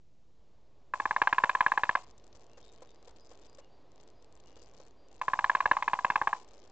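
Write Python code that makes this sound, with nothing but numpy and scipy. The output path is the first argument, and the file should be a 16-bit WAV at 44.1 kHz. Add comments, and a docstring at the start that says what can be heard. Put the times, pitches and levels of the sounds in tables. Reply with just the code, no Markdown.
"""In a wood, a small woodpecker drums two even rolls on a dead trunk a few metres from a compact camera.
Each blow excites damped modes of the hollow wood and returns from nearby trunks, ground and leaves.
Far knocks are decaying partials, songbirds are gliding sine tones, and a low wash is coloured noise.
A byte slip in the camera's left channel crackles whenever the sound crosses a step."""
import sys
import numpy as np
from scipy import signal
from scipy.fft import rfft, irfft
from scipy.io import wavfile
from scipy.ndimage import uniform_filter1d

SR = 44100
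rng = np.random.default_rng(int(sys.argv[2]) if len(sys.argv) > 2 else 0)


def output_pcm(signal):
    """Save a mono or channel-first signal as 16-bit PCM at the path in sys.argv[1].

    Samples are clipped to [-1, 1] before scaling.
    """
    pcm = np.clip(np.atleast_2d(signal).T, -1, 1) * 32767
    wavfile.write(sys.argv[1], SR, np.round(pcm).astype(np.int16))


def level_to_linear(level):
    """Convert decibel levels to linear amplitude factors, elementwise."""
    exponent = np.asarray(level, float) / 20
    return 10 ** exponent


N = 296173
LEAD_S = 0.0017  # the beak touches this long before the full blow


def coloured(colour, rms_db):
    """Spectral shaping: white noise is weighted along a curve of (Hz, dB) points and set to an rms level."""
    hz, db = np.transpose(colour)
    f = np.maximum(np.fft.rfftfreq(N, 1 / SR), 1)
    weight = level_to_linear(np.interp(np.log(f), np.log(hz), db))
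    x = irfft(rfft(rng.standard_normal(N)) * weight, N)
    return x / x.std() * level_to_linear(rms_db)


def walk(per_s):
    """Slow random modulation: held random values, per_s a second, are smoothed twice and set to spread 1."""
    hold = int(SR / per_s)
    x = np.repeat(rng.standard_normal(N // hold + 1), hold)
    x = uniform_filter1d(uniform_filter1d(x, hold), hold)[:N]
    return x / x.std()


def band(x, lo_hz, hi_hz, order=2):
    """Band limitation: a Butterworth band-pass."""
    return signal.sosfilt(signal.butter(order, [lo_hz, hi_hz], "band", fs=SR, output="sos"), x)


def decay(t, t60):
    """Exponential damping: the amplitude falls by 60 dB in t60 seconds."""
    return np.exp(-np.log(1000) * t / t60)


def add(out, x, s):
    """Superposition: mix x into out at time s."""
    i = int(round(s * SR))
    out[i:i + len(x)] += x[:len(out) - i]


def forest():
    """Broadband noise of many sources: a wash swells and flickers a little over a steady rumble."""
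    # course of the wash of leaves and far traffic: start_s, rms_db
    wash_course = [(0, -87.5), (.4, -74.5), (0.901, -69.5), (2.102, -64.5), (3.76, -65), (4.62, -64),
                   (5, -65.5), (6.45, -63), (6.72, -61.5)]
    # spectrum of the wash: frequency_hz, relative_level_db
    wash_colour = [(150, -20.5), (280, -2.5), (430, 0), (560, -2), (720, -4.5), (1100, -10), (1400, -18.5),
                   (2200, -22), (4500, -23.5), (5600, -31.5), (8000, -45.5)]
    # spectrum of the rumble: frequency_hz, relative_level_db
    rumble_colour = [(15, -9), (35, -8.5), (48, 2), (68, -7.5), (110, -8), (180, -13), (280, -18.5),
                     (600, -24), (1500, -42)]
    s, db = np.transpose(wash_course)
    flicker_db = .8 * walk(14)
    wash = coloured(wash_colour, 0) * level_to_linear(np.interp(np.arange(N) / SR, s, db) + flicker_db)
    rumble = coloured(rumble_colour, -66) * level_to_linear(1.4 * walk(3))
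    return wash + rumble


def ring(modes, loose, t, scatter_db=2.67, detune=0.011):
    """Modal superposition: damped sines whose levels and phases vary with the spot that is hit; rms 1."""
    hz, db, t60 = np.transpose(modes)[:, :, None]
    size, pitch, spot = rng.standard_normal((3, len(hz), 1))
    phase = 2 * np.pi * hz * (1 + detune * pitch) * t + loose * spot
    x = (level_to_linear(db + scatter_db * size) * decay(t, t60) * np.sin(phase)).sum(axis=0)
    return x / x.std()


def blow(family_db, rise_s):
    """Impact excitation: a push builds over milliseconds; the ring ends as the wave runs off along the trunk."""
    # the trunk's modes in four families, main, upper, bright and thud: frequency_hz, level_db, t60_s
    trunk_modes = [
        [(753.6, -20, 0.031), (855, -11.5, 0.087), (999.3, -4, 0.049), (1061.4, -1.5, 0.033), (1135, -7, 0.026)],
        [(1665, 0.5, 0.025), (1761.5, -6, 0.024), (1550, -15, 0.042), (1350, -12.5, .025)],
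        [(2100, 1.5, 0.022), (2391, 0, 0.019), (2603, -1.5, 0.018), (3180, -14, .022), (3544, -15.5, 0.017),
         (3935, -11.5, 0.016), (4250, -22.5, 0.012)],
        [(69, -8.5, 0.055), (181, -7, 0.031), (309.2, -7.5, 0.051), (454, -1.5, 0.026), (594, -0.5, .05)],
    ]
    # scatter of each family's starting phase: scatter_rad
    phase_scatter = [0.14, 0.13, 1.6, 1.5]
    gone_s = .0098  # the ring has halved by this time, beyond its damping
    t = np.arange(1024) / SR - LEAD_S
    x = sum(level_to_linear(db) * ring(modes, loose, t)
            for db, modes, loose in zip(family_db, trunk_modes, phase_scatter))
    # fibres crack under the beak, in proportion to the bright modes
    crack = band(rng.standard_normal(len(t)), 900., 2600., order=1) * decay(t, 0.059)
    crack_db = family_db[2] - 6
    x = x + level_to_linear(crack_db) * band(crack / crack.std(), 500., 3900.)
    push = 1 - np.exp(-((t + LEAD_S) / rise_s) ** 2)
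    x = x * push / (1 + (np.abs(t) / gone_s) ** 10.)
    return x / np.abs(x).max()


def rolls():
    """Repeated impacts: harder blows raise the upper and bright modes and the thud."""
    # beak blows: start_s, peak_db, hardness_db (level of the upper modes)
    blows = [(0.9379, -17, -3), (1.0004, -17, -3.5), (1.0557, -15, -4), (1.11, -13, -2), (1.164, -12, -2.1),
             (1.218, -9.5, -1.5), (1.2735, -8.5, -0.5), (1.3278, -10.5, 1.5), (1.383, -11, -2),
             (1.438, -9.5, -1), (1.4947, -13, -2.5), (1.5512, -12, -2), (1.6072, -9.5, -3.5),
             (1.6639, -9.5, 2.5), (1.7196, -11.5, -2), (1.776, -11.5, -1), (1.835, -11.5, 0),
             (1.8931, -10, 0.5), (1.953, -12, -2), (5.215, -19, -9.5), (5.2817, -16, -4.5),
             (5.3348, -15, -3.5), (5.3908, -13.5, -4.5), (5.4433, -10.5, -2.5), (5.4975, -10.5, 0),
             (5.5511, -11.5, -4), (5.605, -14, -8.5), (5.6574, -11, -1.5), (5.7138, -8.5, -0.5),
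             (5.7686, -15.5, -12.5), (5.8248, -15.5, -9), (5.8796, -14, -5.5), (5.9338, -13.5, -8),
             (5.99, -19.5, -8), (6.0473, -12, -7), (6.1022, -12, -3.5), (6.1579, -11, -5),
             (6.2155, -14.5, -4.5), (6.2732, -12.5, -5.5), (6.3301, -15.5, -4)]
    out = np.zeros(N)
    for s, peak_db, hard_db in blows:
        a, b, c = rng.standard_normal(3)
        # level at zero hardness, rise in dB per dB of hardness, scatter in dB
        bright_db = -13.5 + 0.086 * hard_db + 3.5 * a
        thud_db = -19.5 + 0.56 * hard_db + 2 * b
        rise_s = 0.0027 * np.exp(0.13 * c)
        hit = blow([0, hard_db, bright_db, thud_db], rise_s)
        add(out, level_to_linear(peak_db) * hit, s - LEAD_S)
    return out


def rustle(back, lo_hz, hi_hz):
    """Diffuse scattering: moving leaves return noise that follows the echoes' envelope in a band."""
    envelope = uniform_filter1d(np.abs(band(back, lo_hz, hi_hz)), size=128)
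    return band(rng.standard_normal(N), lo_hz, hi_hz) * envelope


def drumming():
    """Reflection and scattering: the rolls convolve with discrete echoes and a short tail of the wood."""
    # returns from neighbouring trunks and the ground: delay_s, level_db (before the mix below)
    echoes = [(0.0173, -17.5), (.023, -23.5), (.032, -30), (.036, -29), (.058, -38)]
    direct = rolls()
    t = np.arange(SR // 3) / SR
    wood = level_to_linear(-49) * rng.standard_normal(len(t)) * decay(t, 0.34) * (t > .008)
    for delay, db in echoes:
        wood[int(delay * SR)] += level_to_linear(db)
    back = signal.fftconvolve(direct, wood)[:N]
    # trunks return the low ring best and some of the bright part; leaves scatter mostly around the low ring,
    # less above it
    trunks = level_to_linear(3.5) * band(back, 550., 980.) + level_to_linear(-16) * back + level_to_linear(-7) * band(back, 2000., 4500.)
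    leaves = level_to_linear(11) * rustle(back, 650., 1150.) + level_to_linear(2) * rustle(back, 1200., 2800.)
    return direct + trunks + leaves


def knocks():
    """Inharmonic partials: each knock swells for a few cycles, with a soft noise thud that lingers."""
    # dull knocks further off: start_s, level_db (peak of the lowest partial), pitch_hz
    far_knocks = [(2.347, -56.5, 565), (2.574, -49.5, 543), (2.82, -46.5, 512), (3.074, -46.5, 499),
                  (3.313, -49, 499), (3.584, -48.5, 564.6), (4.565, -52, 443), (4.799, -51.5, 538)]
    out, t = np.zeros(N), np.arange(3000) / SR
    u = t / .0035  # time over the moment of fullest swell
    swell = u * np.exp(1 - u)
    for s, level_db, hz in far_knocks:
        # frequency ratio and level in dB of each partial
        tone = sum(level_to_linear(db) * np.sin(2 * np.pi * ratio * hz * t)
                   for ratio, db in [(1, 0), (1.45, -10.5), (1.95, -11.5)])
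        thud = band(rng.standard_normal(len(t)), 280., 1100.) * decay(t, 0.16)
        add(out, level_to_linear(level_db) * (swell * tone + level_to_linear(3.5) * thud), s)
    return out


def songbird(notes, waver):
    """Frequency modulation: thin tones waver by a share of their pitch, flutter and reverberate in the trees."""
    out, wobble = np.zeros(N), 1 + waver * walk(250)
    for s, length, hz, db in notes:
        i, n = int(s * SR), int(length * SR)
        climb = 1 + 0.0092 * np.linspace(-.5, .5, n)  # the pitch rises by this share through a note
        pitch = hz * climb * wobble[i:i + n]
        tone = np.sin(2 * np.pi * np.cumsum(pitch) / SR)
        add(out, level_to_linear(db) * signal.windows.tukey(n, .5) * tone, s)
    song = out * level_to_linear(2.5 * walk(50))  # flutter of 2.5 dB
    t = np.arange(SR // 4) / SR
    trees = level_to_linear(-33) * rng.standard_normal(len(t)) * decay(t, .3)
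    return song + signal.fftconvolve(song, trees)[:N]


def warbling_bird():
    """Wide frequency modulation: one distant bird warbles on lower, unsteady notes."""
    # warbled notes: start_s, length_s, pitch_hz, level_db (tone amplitude before flutter)
    warbles = [(2.395, .065, 4170, -86.5), (2.43, 0.071, 3040, -83), (2.48, 0.092, 2750, -72),
               (2.59, 0.088, 3250, -75), (2.61, .11, 3680, -68), (2.78, 0.037, 3150, -77.5),
               (2.86, .07, 3700, -72), (3.41, 0.055, 3620, -76.5), (3.6, 0.095, 2870, -79),
               (4.43, 0.23, 2850, -72), (4.76, .13, 4320, -78.5), (5.07, 0.12, 2720, -78.5)]
    return songbird(warbles, .024)


def whistling_bird():
    """Narrow frequency modulation: another distant bird repeats a steadier high whistle."""
    # whistled notes: start_s, length_s, pitch_hz, level_db (tone amplitude before flutter)
    whistles = [(2.84, 0.187, 4810, -81), (3.175, .13, 4940, -69.5), (3.47, 0.098, 4857, -72),
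                (3.69, 0.096, 4687, -79.5), (4.14, .08, 4920, -80), (4.52, 0.16, 4740, -78),
                (4.95, 0.14, 4760, -80.5), (6.5, .15, 5210, -80)]
    return songbird(whistles, .009)


def scene():
    """Superposition at one point: one microphone feeds both channels."""
    mono = forest() + drumming() + knocks() + warbling_bird() + whistling_bird()
    return np.tile(mono, (2, 1))


def byte_slip(right):
    """Quantisation steps: each lower byte is paired with the upper byte of the sample before."""
    step = 1 / 256  # step of the upper byte, full scale 1
    high = np.floor(right / step) * step
    low = right - high
    return low + np.roll(high, 1)


def roll_off(x):
    """The treble ends steeply here."""
    return signal.sosfilt(signal.butter(12, 8870, fs=SR, output="sos"), x)


def record(dry):
    """Sampling at 16 kHz: the microphone's hiss and a standing offset join, and the left channel slips a byte."""
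    up, down = 441, 160  # 44100 Hz over 16000 Hz
    hiss = level_to_linear(-80) * band(rng.standard_normal(N), 300., 7000.)  # level before the band-pass
    offset = .00195  # standing offset of the converter, full scale 1
    right = signal.resample_poly(dry[0] + hiss, down, up) + offset
    left = byte_slip(right)
    both = signal.resample_poly([left, right], up, down, axis=1, padtype="line")[:, :N]
    both = signal.sosfiltfilt(signal.butter(8, 8900., fs=SR, output="sos"), both)
    noise_floor = level_to_linear(-96.5) * rng.standard_normal(both.shape)
    return roll_off(both + noise_floor)


dry = scene()
out = record(dry)
output_pcm(out)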